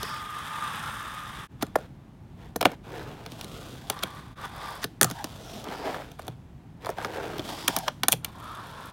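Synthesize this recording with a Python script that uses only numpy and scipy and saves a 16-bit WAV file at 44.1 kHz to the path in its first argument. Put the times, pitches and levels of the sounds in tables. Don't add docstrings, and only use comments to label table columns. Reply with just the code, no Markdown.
import sys
import numpy as np
from scipy import signal
from scipy.fft import rfft, irfft, next_fast_len
from scipy.io import wavfile
from scipy.ndimage import map_coordinates

SR = 44100
rng = np.random.default_rng(int(sys.argv[2]) if len(sys.argv) > 2 else 0)


def pcm_store(signal):
    levels = np.round(np.clip(np.atleast_2d(signal), -1, 1) * 32767)
    wavfile.write(sys.argv[1], SR, levels.astype(np.int16).T)


N = 393372

GRIT_POWER = 0.87


def roll(push, modes, grit, rumble_db, grit_db, bump_rate, grain_db, wobble_db, roam_db):
    hits = rng.random(N) < bump_rate / SR
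    size = undb(grain_db * np.minimum(rng.exponential(size=N), 5))
    bumps = hits * rng.standard_normal(N) * size
    press = undb(wobble_db * (walk(110) + .5 * walk(28)))
    ringing = slide(ring(bumps, modes, roam_db))
    rumble = unit(press * band(ringing, 220, 3200))
    hiss = unit(press * colour(bumps, grit))
    return undb(rumble_db) * push * rumble + undb(grit_db) * push ** GRIT_POWER * hiss


# pitch_hz, width_hz, relative_level_db
OPEN_DESK_MODES = [(450, 160, -19.5), (900, 66, -7.5), (1033, 52, -4.5), (1217, 123, -1), (1380, 130, -4),
                   (1690, 330, -7)]
# pitch_hz, relative_density_db (per Hz)
OPEN_DESK_GRIT = [(1500, -18), (2250, -9.5), (2550, -1.5), (2900, -0.5), (3250, 2.5), (3650, 2),
                  (4300, -10.5), (5200, -8), (5700, -11), (6200, -11), (7200, -13), (8600, -10.5),
                  (9600, -11.5), (11000, -14.5), (15500, -21)]


def roll_open_desk(push):
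    return roll(push, OPEN_DESK_MODES, OPEN_DESK_GRIT, rumble_db=-41.5, grit_db=-48.5,
                bump_rate=14000, grain_db=2.5, wobble_db=1.0, roam_db=0.4)


# pitch_hz, width_hz, relative_level_db
CARDBOARD_MODES = [(285.5, 49, -2), (445, 140, 2), (558, 160, 1), (674, 130, 0), (900, 270, -5),
                   (1420, 230, -7.5), (1770, 390, -11)]
# pitch_hz, relative_density_db (per Hz)
CARDBOARD_GRIT = [(1500, -4), (2250, -1), (3300, -2.5), (4500, -7.5), (6500, -13.5), (10000, -17),
                  (15500, -19.5)]


def roll_cardboard(push):
    return roll(push, CARDBOARD_MODES, CARDBOARD_GRIT, rumble_db=-41.0, grit_db=-50.0,
                bump_rate=2400, grain_db=0.5, wobble_db=0.5, roam_db=1.5)


# pitch_hz, width_hz, relative_level_db
PAPER_MODES = [(247, 56, 0), (482, 250, -6.5), (700, 180, -3), (1150, 420, -12), (1450, 160, -9),
               (1900, 510, -19)]
# pitch_hz, relative_density_db (per Hz)
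PAPER_GRIT = [(1500, -11.5), (2250, -9.5), (2750, -5), (3300, -1), (4100, -6), (5500, -10), (7500, -12.5),
              (15500, -19)]


def roll_paper(push):
    return roll(push, PAPER_MODES, PAPER_GRIT, rumble_db=-43.5, grit_db=-47.5,
                bump_rate=5600, grain_db=1.0, wobble_db=2.0, roam_db=3.0)


# pitch_hz, width_hz, relative_level_db
DESK_MODES = [(511, 370, -12), (770, 124, -4.5), (980, 235, -6), (1150, 120, -4), (1370, 120, -8.5),
              (1785, 320, -14)]
# pitch_hz, relative_density_db (per Hz)
DESK_GRIT = [(1500, -17), (2250, -3.5), (2850, -7), (3450, -1), (4300, -8.5), (5200, -11.5), (7000, -18),
             (9500, -16.5), (15500, -25.5)]


def roll_desk(push):
    return roll(push, DESK_MODES, DESK_GRIT, rumble_db=-43.0, grit_db=-51.0,
                bump_rate=7400, grain_db=-1.0, wobble_db=1.5, roam_db=1.25)


# pitch_hz, width_hz, relative_level_db
WOOD_MODES = [(644, 94, -3), (840, 240, -4.5), (1046, 830, -14), (1540, 216, -13)]


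def roll_wood(push):
    return roll(push, WOOD_MODES, PAPER_GRIT, rumble_db=-40.0, grit_db=-48.0,
                bump_rate=10000, grain_db=-3.5, wobble_db=3.5, roam_db=-6.5)


# time_s, pitch_ratio
PANEL_PITCH = [(1.451, 0.99), (2.9, 1.05), (3.151, 0.88), (3.6, 1.04), (4.15, 1.07), (4.8, 1.066),
               (5.2, 1.05), (5.66, 0.88), (5.86, 0.96), (5.998, .95), (7.1, 1.086), (7.26, 0.97),
               (7.409, 0.78), (7.5, 1.05), (8.52, 0.99), (8.849, 0.98)]


def slide(x):
    ratio = np.interp(np.arange(N) / SR, *np.transpose(PANEL_PITCH))
    return map_coordinates(x, [np.cumsum(ratio)], order=1, mode="mirror")


RIDES = [
    [(0, 5), (.27, 0.5), (.41, 2.5), (.5, 4), (.72, 5.5), (1.15, 1), (1.47, -1.5)],
    [(2.86, -7), (2.97, 2), (3.2, -8), (3.66, -3), (3.84, -9), (3.93, 0), (4.03, -2), (4.09, -1),
     (4.16, -3), (4.33, -15.5)],
    [(4.36, -7), (4.45, 6.5), (4.49, -4.5), (4.58, 2), (4.72, 3.5), (4.84, -5.5)],
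    [(5.05, -3), (5.21, -4), (5.32, -8), (5.52, 0), (5.63, -2.5), (5.71, 5), (5.81, 2.5), (5.87, 7.5),
     (5.97, 3.5), (6.16, -20.5)],
    [(6.99, 4), (7.09, -1.5), (7.15, 5.5), (7.42, 1), (7.5, 7), (7.6, 3), (7.71, 8.5), (7.82, -1),
     (7.89, 4)],
    [(8.25, -6.5), (8.32, -12), (8.44, -2.5), (8.55, -0.5), (8.75, -1.5), (8.92, -2.5)],
]
# start_s, length_s, push_db (over an ordinary push)
SCUFFS = [(1.572, 0.19, -17), (1.737, 0.14, -8.5), (2.363, 0.16, -12), (2.68, 0.079, -2.5),
          (6.156, 0.2, -11), (6.798, 0.17, -2.5)]
TOUCH_S, LIFT_S = 0.033, 0.0046


def effort():
    t = np.arange(N) / SR
    out = sum(undb(db) * hump(start, length) for start, length, db in SCUFFS)
    for ride in RIDES:
        s, db = np.transpose(ride)
        landed = np.clip(1 + (t - s[0]) / TOUCH_S, 0, 1)
        not_lifted = np.clip(1 - (t - s[-1]) / LIFT_S, 0, 1)
        out = out + landed * not_lifted * undb(np.interp(t, s, db))
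    return out


# from_s, surface
ROUTE = [(0, "open desk"), (1.7, "cardboard"), (3.301, "paper"), (3.91, "desk"), (4.999, "wood"),
         (5.25, "paper"), (5.632, "cardboard"), (7.428, "paper"), (7.67, "wood"), (8.051, "desk")]
CROSS_S = 0.044


def on(surface):
    t = np.arange(N) / SR
    ends = [s for s, _ in ROUTE[1:]] + [np.inf]
    return sum(np.clip(np.minimum(t - s, end - t) / CROSS_S + .5, 0, 1)
               for (s, name), end in zip(ROUTE, ends) if name == surface)


def gliding_noise(rows, width_hz):
    times = [s for start, length, *_ in rows for s in (start, start + length)]
    centres = [centre for row in rows for centre in row[2:4]]
    hz = np.interp(np.arange(N) / SR, times, centres)
    gain = sum(undb(db) * hump(start, length) for start, length, _, _, db in rows)
    return gain * sliding_band(hz, width_hz, evenness=0.2)


# start_s, length_s, from_hz, to_hz, level_db (at the swell's peak)
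SWISHES = [(-.06, 0.3, 5090, 5000, -47.5), (.3, 0.96, 9620, 8160, -60.5), (4.52, 0.34, 4983, 5000, -56),
           (5.08, 0.22, 5760, 5700, -64), (5.362, 0.31, 5900, 5400, -56), (5.66, .34, 4916, 4900, -55.5),
           (7.42, 0.46, 4870, 5070, -49.5)]


def swishes():
    return gliding_noise(SWISHES, width_hz=820)


# start_s, length_s, from_hz, to_hz, level_db (at the swell's peak)
WHIRRS = [(.43, .37, 910, 883, -44), (.8, .17, 1370, 1450, -39.5), (2.86, .26, 400, 409, -45),
          (4.05, .27, 1120, 1161, -58), (5.035, .07, 1340, 1150, -41), (5.14, .098, 890, 830, -39.5),
          (5.42, .33, 720, 621, -47), (5.83, .09, 640, 700, -32), (7.12, .23, 538, 429, -42),
          (8.37, .32, 1270, 1180, -43)]


def whirrs():
    return gliding_noise(WHIRRS, width_hz=180)


# start_s, length_s, pitch_hz, level_db (at the peak, before throb)
SINGS = [(0.031, 0.42, 1222, -41), (0.423, 0.31, 1213, -37.5), (0.62, 0.1, 1200, -42.5),
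         (0.956, .46, 1238, -45.5), (4.109, 0.079, 1158, -49), (4.61, 0.12, 1185, -44)]
SING_DRIFT = 0.0052
WHEEL_TURNS_PER_S, SING_THROB = 32, 0.37


def sing():
    middles = [start + length / 2 for start, length, _, _ in SINGS]
    hz = np.interp(np.arange(N) / SR, middles, [row[2] for row in SINGS])
    gain = sum(undb(db) * hump(start, length) for start, length, _, db in SINGS)
    turns = np.cumsum(WHEEL_TURNS_PER_S * (1 + .15 * walk(8))) / SR
    throb = 1 + SING_THROB * np.sin(2 * np.pi * turns)
    return gain * throb * sliding_band(hz * (1 + SING_DRIFT * walk(6.6)), width_hz=14.0, evenness=0.94)


def dust(push, rate, level_db):
    specks = (rng.random(N) < rate / SR) * rng.uniform(0.29, 1, N)
    t = np.arange(SR // 100) / SR
    crunch = signal.fftconvolve(specks, np.exp(-t / 0.0024))[:N] * rng.standard_normal(N)
    return undb(level_db) * push ** GRIT_POWER * unit(band(crunch, 6400, 14000))


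BEARING_HZ, BEARING_DB = 3500, -64.5


def bearings(push):
    return undb(BEARING_DB) * np.sqrt(push) * sliding_band(np.full(N, BEARING_HZ), width_hz=450, evenness=0)


SPIN_DB, SPIN_DOWN_S = -61.5, 0.12


def free_spin(push):
    keep = np.exp(-1 / (SPIN_DOWN_S * SR))
    spin = signal.lfilter([1 - keep], [1, -keep], push)
    whirr = colour(rng.standard_normal(N), PAPER_GRIT) * undb(1.5 * walk(70))
    return undb(SPIN_DB) * spin * unit(whirr)


# pitch_hz, width_hz, relative_level_db
TABLE_MODES = [(126.7, 19, -11.5), (170, 61, -1), (303, 90, -2.5)]
# pitch_hz, width_hz, relative_level_db
PANEL_MODES = [(431, 150, 6.5), (510, 244, 4.5), (718, 130, 3), (915, 570, -7.5), (1260, 270, -5),
               (1450, 210, -1.5), (1780, 200, -1.5)]
# pitch_hz, width_hz, relative_level_db
DECK_MODES = [(2300, 310, 0), (2840, 200, 0.5), (3310, 590, 1.5), (4500, 1500, -1), (5500, 1500, -1.5)]
# pitch_hz, width_hz, relative_level_db
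TRUCK_MODES = [(6130, 600, -1), (7310, 350, -4), (8630, 1300, -1), (10430, 3700, 1.5), (12260, 4100, 1.5),
               (15800, 6700, -9)]


def blow(levels_db, knock_hz, clack_hz, trail_s, panel_t60):
    t = np.arange(SR // 4) / SR
    push = 1.0 * (t == 0)
    table = ring(contact(t, t60=0.025, chatter=1.0, tail_db=-10.5, tail_t60=0.4), TABLE_MODES)
    thump = unit(band(push, 140, 350)) + undb(-0.5) * unit(band(table, 120, 730))
    panel = ring(contact(t, t60=0.016, chatter=1.0, tail_db=4.0, tail_t60=panel_t60), struck(PANEL_MODES))
    first_knock = unit(band(push, knock_hz * 0.72, knock_hz * 1.345))
    panel_ring = unit(band(panel, knock_hz * 0.61, knock_hz * 1.16, order=1))
    knock = first_knock + undb(1.0) * panel_ring
    deck = ring(contact(t, t60=0.014, chatter=2.1, tail_db=-11, tail_t60=0.076), struck(DECK_MODES))
    clack = band(deck, clack_hz * 0.76, clack_hz * 1.45, order=1)
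    trucks = ring(contact(t, t60=0.011, chatter=16.0, tail_db=5.0, tail_t60=0.058), TRUCK_MODES)
    tick = band(trucks, 6400, 24000)
    seating = 1 - np.exp(-t / 0.00045)
    thump = bend(thump, lag_s=trail_s, first_khz=0.9)
    knock = bend(knock, lag_s=0.002263, first_khz=2.28)
    parts = (thump, knock, clack * seating, tick * seating)
    window = .01 * SR
    return sum(undb(db) * np.sqrt(window) * p / np.linalg.norm(p) for db, p in zip(levels_db, parts))


# thump_db (table), clack_db (deck), tick_db (trucks); then knock_hz, clack_hz
BLOWS = [(.03, -34, -16, -1, -6, 520, 4000), (1.6243, -26, 1.5, -7, -10.5, 620, 4530),
         (1.628, -33, -10, -17, -5, 1330, 4140), (1.7555, -30.5, -17, -29, -14, 1550, 2110),
         (1.7565, -15.5, -14.5, -26.5, -38.5, 690, 4900), (1.759, -34.5, -4, -9, -4, 480, 5250),
         (1.786, -41, -5, -23, -17, 756, 2400), (2.5594, -30, 0, -9.5, -17, 760, 4800),
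         (2.562, -30.5, -11, -22, -4, 666, 4800), (2.609, -29.5, -14, -6, -16, 900, 2500),
         (2.612, -24, -15, -5.5, -8.5, 744, 3000), (2.6272, -24.5, -6, -8, -15, 900, 2500),
         (2.6505, -38, -5, -1, -4, 840, 3300), (2.6542, -13, -6, -5, -17.5, 900, 2310),
         (2.665, -24, 0, -24, -24, 700, 2400), (2.717, -41.5, -16, -8.5, -12.5, 800, 2400),
         (3.262, -42, -12, -0.5, -7, 1090, 3200), (3.319, -52, 10.5, 4.5, -1, 820, 3300),
         (3.411, -48, -2, 9.5, 3, 887, 3300), (3.444, -47.5, 5, 2, 0, 617, 3300),
         (3.899, -27, -11.5, -2, -.5, 820, 3320), (3.99, -49.5, -8, 5.5, -6, 900, 3420),
         (4.034, -31.5, -2, 4.5, -1.5, 796, 2611), (4.8416, -31, -2, 0.5, -3.5, 1500, 4300),
         (4.845, -31.5, -16, -11, -9, 480, 3580), (5.0123, -19.5, -6, -3.5, 1.5, 1450, 4280),
         (5.015, -23.5, -4, -8, -19, 586, 3580), (5.0222, -30, 2, -7, 3, 1044, 4000),
         (5.03, -24.5, -3.5, -2, 5.5, 1570, 4560), (5.0439, -26, -7, -4.5, 1, 1000, 4500),
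         (5.1001, -38, -3, -5, -5, 800, 4300), (5.111, -40, 5, -2, 0.5, 1250, 4320),
         (5.242, -34, 0, -1, -3.5, 840, 4330), (5.641, -51.5, -9, 4, 1, 700, 4380),
         (5.686, -45, 8, 0, -18, 600, 3000), (5.749, -42, -3, -19, -25, 1080, 2600),
         (5.857, -42, -7, -5, -16, 1081, 3200), (5.944, -33.5, -20, -14, -21, 1150, 3000),
         (6.0, -38, -15, -27, -30, 700, 2480), (6.019, -42, -10, -16, -26, 1110, 2395),
         (6.116, -48.5, -10, -5.5, -7, 665, 3577), (6.188, -51, -11, -8, -16, 900, 2588),
         (6.193, -36, -26, -16, -18, 900, 2595), (6.268, -49, 1, -13.5, -4, 808, 3380),
         (6.28, -33.5, -6, -8.5, -11, 689, 3415), (6.847, -39.5, -18, -6.5, -17.5, 900, 2506),
         (6.859, -43.5, -11, -0.5, -4, 1110, 4400), (6.867, -30, -19, -22, -20, 1000, 2976),
         (6.891, -25, -22, -24, -22, 646, 4420), (6.901, -36, -12, -13, -11.5, 605, 5020),
         (6.984, -29, -19, -19, -29, 674, 3200), (7.015, -37.5, -14, -16, -24, 1305, 3590),
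         (7.047, -28, -13, -9.5, -20, 1261, 4500), (7.056, -33, -7.5, -20, -22, 562, 4400),
         (7.382, -40, -9, -2, -7.5, 752, 4050), (7.394, -41, 12, 5, -13, 548, 3020),
         (7.49, -40, 2, -1.5, -11, 900, 3994), (7.6783, -37, -13, 10.5, 5, 1124, 3801),
         (7.6805, -24, -7.5, 0.5, 1.5, 1250, 3560), (7.692, -38, 7, -6, -12, 600.8, 3600),
         (7.7642, -28, -4.5, -0.5, 2, 1029, 5240), (7.7865, -49.5, 9, 10, 16, 782, 4999),
         (7.8805, -22.5, -16.5, -4.5, -19, 1025, 3093), (8.0334, -25.5, -8, 1, -5.5, 1204, 3932),
         (8.083, -22.5, -11.5, -1, 6, 1050, 3700), (8.1125, -52, 2, -4, 1, 900, 4000),
         (8.1165, -43, -1, 0, 7, 900, 4000), (8.121, -39, 2, 14, 20, 840, 3280),
         (8.127, -29.5, -8, 6, 6.5, 834, 2740), (8.135, -33, -5, -3, -5, 700, 3590),
         (8.246, -44, -19, 11.5, 13.5, 1160, 3400), (8.249, -49, -20, 6.5, -3, 1170, 3080)]
RAMP_TRAIL_S, RAMP_T60_S = .0015, 0.026
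DESK_TRAIL_S, DESK_T60_S = 0.00519, .05


def blows():
    out = np.zeros(N + SR)
    for s, db, thump_db, clack_db, tick_db, knock_hz, clack_hz in BLOWS:
        surface = [name for since, name in ROUTE if since <= s][-1]
        on_ramp = surface == "cardboard"
        trail_s, panel_t60 = (RAMP_TRAIL_S, RAMP_T60_S) if on_ramp else (DESK_TRAIL_S, DESK_T60_S)
        levels_db = (db + thump_db, db, db + clack_db, db + tick_db)
        sound = blow(levels_db, knock_hz, clack_hz, trail_s, panel_t60)
        start = int(s * SR)
        out[start:start + len(sound)] += sound
    return out[:N]


def contact(t, t60, chatter, tail_db, tail_t60):
    burst, buzz = (rng.standard_normal(len(t)) * np.exp(-np.log(1000) * t / d) for d in (t60, tail_t60))
    return (t == 0) + chatter * burst / np.linalg.norm(burst) + undb(tail_db) * buzz / np.linalg.norm(buzz)


SPOT_SPREAD_DB = 1


def struck(modes):
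    return [(hz, width, db + SPOT_SPREAD_DB * rng.standard_normal()) for hz, width, db in modes]


def bend(x, lag_s, first_khz):
    khz = np.fft.rfftfreq(len(x), 1 / SR) / 1000
    phase = 2 * np.pi * 1000 * lag_s * (2 * np.sqrt(khz) - khz / np.sqrt(first_khz))
    fade = np.linspace(1, 0, len(x))
    return irfft(rfft(x) * np.exp(-1j * phase), len(x)) * fade


def after_ring(rows, modes):
    tone = ring(1.0 * (np.arange(SR // 2) == 0), modes)
    out = np.zeros(N + SR)
    for s, db in rows:
        start = int(s * SR)
        out[start:start + len(tone)] += undb(db) * tone / np.abs(tone).max()
    return out[:N]


# pitch_hz, width_hz, relative_level_db
AXLE_MODES = [(7350, 72, -4), (8000, 70, 3), (9030, 80, 8), (10400, 100, -2.5)]
# time_s, peak_db
AXLE_RINGS = [(5.0135, -18), (5.0305, -11), (5.0445, -25.5), (8.128, -23.5)]


def axle_rings():
    return after_ring(AXLE_RINGS, AXLE_MODES)


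# pitch_hz, width_hz, relative_level_db
BOOM_MODES = [(123, 6.3, -0.5), (163, 12, -5)]
# time_s, peak_db
BOOMS = [(4.848, -40), (5.046, -26.5), (6.288, -34), (8.134, -30)]


def booms():
    return after_ring(BOOMS, BOOM_MODES)


# end_s, length_s, end_level_db
SCRAPES = [(1.63, 0.022, -35), (4.037, 0.017, -30.5), (4.839, 0.026, -32)]
# pitch_hz, relative_density_db (per Hz)
SCRAPE_SPECTRUM = [(500, -10.5), (1200, 2), (2200, -4.5), (3500, -5), (6000, -9), (15500, -24)]


def scrapes():
    t = np.arange(N) / SR
    gain = sum(undb(db) * np.clip(1 + (t - s) / length, 0, 1) * (t < s) for s, length, db in SCRAPES)
    return gain * unit(colour(rng.standard_normal(N), SCRAPE_SPECTRUM) * undb(2.9 * walk(600)))


# start_s, length_s, relative_level_db
RATTLES = [(1.66, .015, -45), (1.77, .06, -54), (2.68, .07, -66), (6.184, .07, -48.5), (6.262, .065, -46),
           (6.853, .065, -51), (7.003, .07, -43), (7.11, .07, -40), (8.135, .03, -49)]
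RATTLE_PER_S, RATTLE_UNEVEN = 110, 1
RATTLE_SPREAD_DB, RATTLE_DECAY_S = 1.5, 0.0013


def rattle():
    ticks = np.zeros(N)
    for start, length, db in RATTLES:
        gap, size = rng.standard_normal(size=(24, 2)).T
        after = np.cumsum(np.exp(RATTLE_UNEVEN * gap) / RATTLE_PER_S) - .5 / RATTLE_PER_S
        kept = (after > 0) & (after < length)
        ticks[((start + after[kept]) * SR).astype(int)] = undb(db + RATTLE_SPREAD_DB * size[kept])
    decay = np.exp(-np.arange(SR // 100) / SR / RATTLE_DECAY_S)
    bursts = signal.fftconvolve(ticks, decay / np.linalg.norm(decay))[:N] * np.sqrt(SR / RATTLE_PER_S)
    return band(ring(bursts * rng.standard_normal(N), DECK_MODES + TRUCK_MODES), 1500, 9000, order=1)


HAND_LAG_S, HAND_SWAY_S, HAND_SWAYS_PER_S = 0.000855, 0.0001, 3.8


def under_hand(x, echo_db):
    lag = HAND_LAG_S + HAND_SWAY_S * walk(HAND_SWAYS_PER_S)
    echo = map_coordinates(x, [np.arange(N) - lag * SR], order=3)
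    return (x + undb(echo_db) * echo) / np.hypot(1, undb(echo_db))


def office(x, wet_db, t60):
    t = np.arange(SR // 2) / SR
    decay = np.exp(-np.log(1000) * t / t60) * (t > .006)
    tail = band(rng.standard_normal(len(t)) * decay, 90, 9900, order=1)
    return x + undb(wet_db) * signal.fftconvolve(x, tail / np.linalg.norm(tail))[:N]


# pitch_hz, relative_density_db (per Hz)
AIR = [(25, -31.5), (43, -6), (79, -5.5), (113, -2), (150, -3.5), (221, -9.5), (300, -13), (380, -18),
       (480, -25.5), (850, -23.5), (1200, -30.5), (3500, -40.5), (4600, -45.5), (7500, -50), (15500, -55)]
AIR_DB = -46


def ventilation():
    waver = undb(1.2 * walk(3.7))
    return undb(AIR_DB) * unit(colour(rng.standard_normal(N), AIR) * waver)


def undb(db):
    return 10 ** (np.asarray(db) / 20)


def unit(x):
    return x / np.sqrt(np.mean(x ** 2))


def ring(x, modes, roam_db=0):
    out = 0
    for k, (hz, width, db) in enumerate(modes):
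        gain = undb(db + roam_db * walk(14)) if roam_db else undb(db)
        out = out + (-1) ** k * gain * signal.lfilter(*signal.iirpeak(hz, hz / width, fs=SR), x)
    return out


def colour(x, points):
    hz, db = np.transpose(points)
    size = next_fast_len(len(x))
    f = np.fft.rfftfreq(size, 1 / SR) + 1
    return irfft(rfft(x, size) * undb(np.interp(np.log(f), np.log(hz), db)), size)[:len(x)]


def band(x, low_hz, high_hz, order=2):
    edges = [low_hz, min(high_hz, SR / 2 - 1)]
    return signal.sosfilt(signal.butter(order, edges, "band", fs=SR, output="sos"), x)


def walk(rate):
    steps = np.arange(N) / SR * rate
    return np.interp(steps, np.arange(N), rng.standard_normal(N))


def sliding_band(hz, width_hz, evenness):
    noise = rng.standard_normal(N) + 1j * rng.standard_normal(N)
    flutter = signal.sosfilt(signal.butter(2, width_hz / 2, fs=SR, output="sos"), noise)
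    flutter = flutter / np.abs(flutter) ** np.clip(evenness, 0, 1)
    return unit((flutter * np.exp(2j * np.pi * np.cumsum(hz) / SR)).real)


def hump(start, length):
    u = np.clip((np.arange(N) / SR - start) / length, 0, 1)
    return 4 * u * (1 - u)


def scene():
    push = effort()
    open_desk, desk = push * on("open desk"), push * on("desk")
    wheels = (roll_open_desk(open_desk) + roll_desk(desk) + roll_cardboard(push * on("cardboard"))
              + roll_paper(push * on("paper")) + roll_wood(push * on("wood")))
    wheels = wheels + swishes() + whirrs() + sing() + dust(open_desk + desk, rate=44, level_db=-61.5)
    wheels = wheels + bearings(push) + free_spin(push - open_desk)
    impacts = blows() + axle_rings() + booms()
    board = under_hand(wheels + impacts + scrapes() + rattle(), echo_db=-20.5)
    return (office(board, wet_db=-24.5, t60=0.19) + ventilation())[None]


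# time_s, half_width_s
DIPS = [(1.479, 0.041), (4.352, 0.023), (8.925, 0.037)]
TOP_HZ = 15900


def record(dry):
    t = np.arange(N) / SR
    gain = np.prod([np.clip(np.abs(t - s) / width, .08, 1) for s, width in DIPS], axis=0)
    limited = np.clip(dry * gain, -1, 1)
    return signal.sosfilt(signal.ellip(8, .2, 70, TOP_HZ, fs=SR, output="sos"), limited)


dry = scene()
out = record(dry)
pcm_store(out)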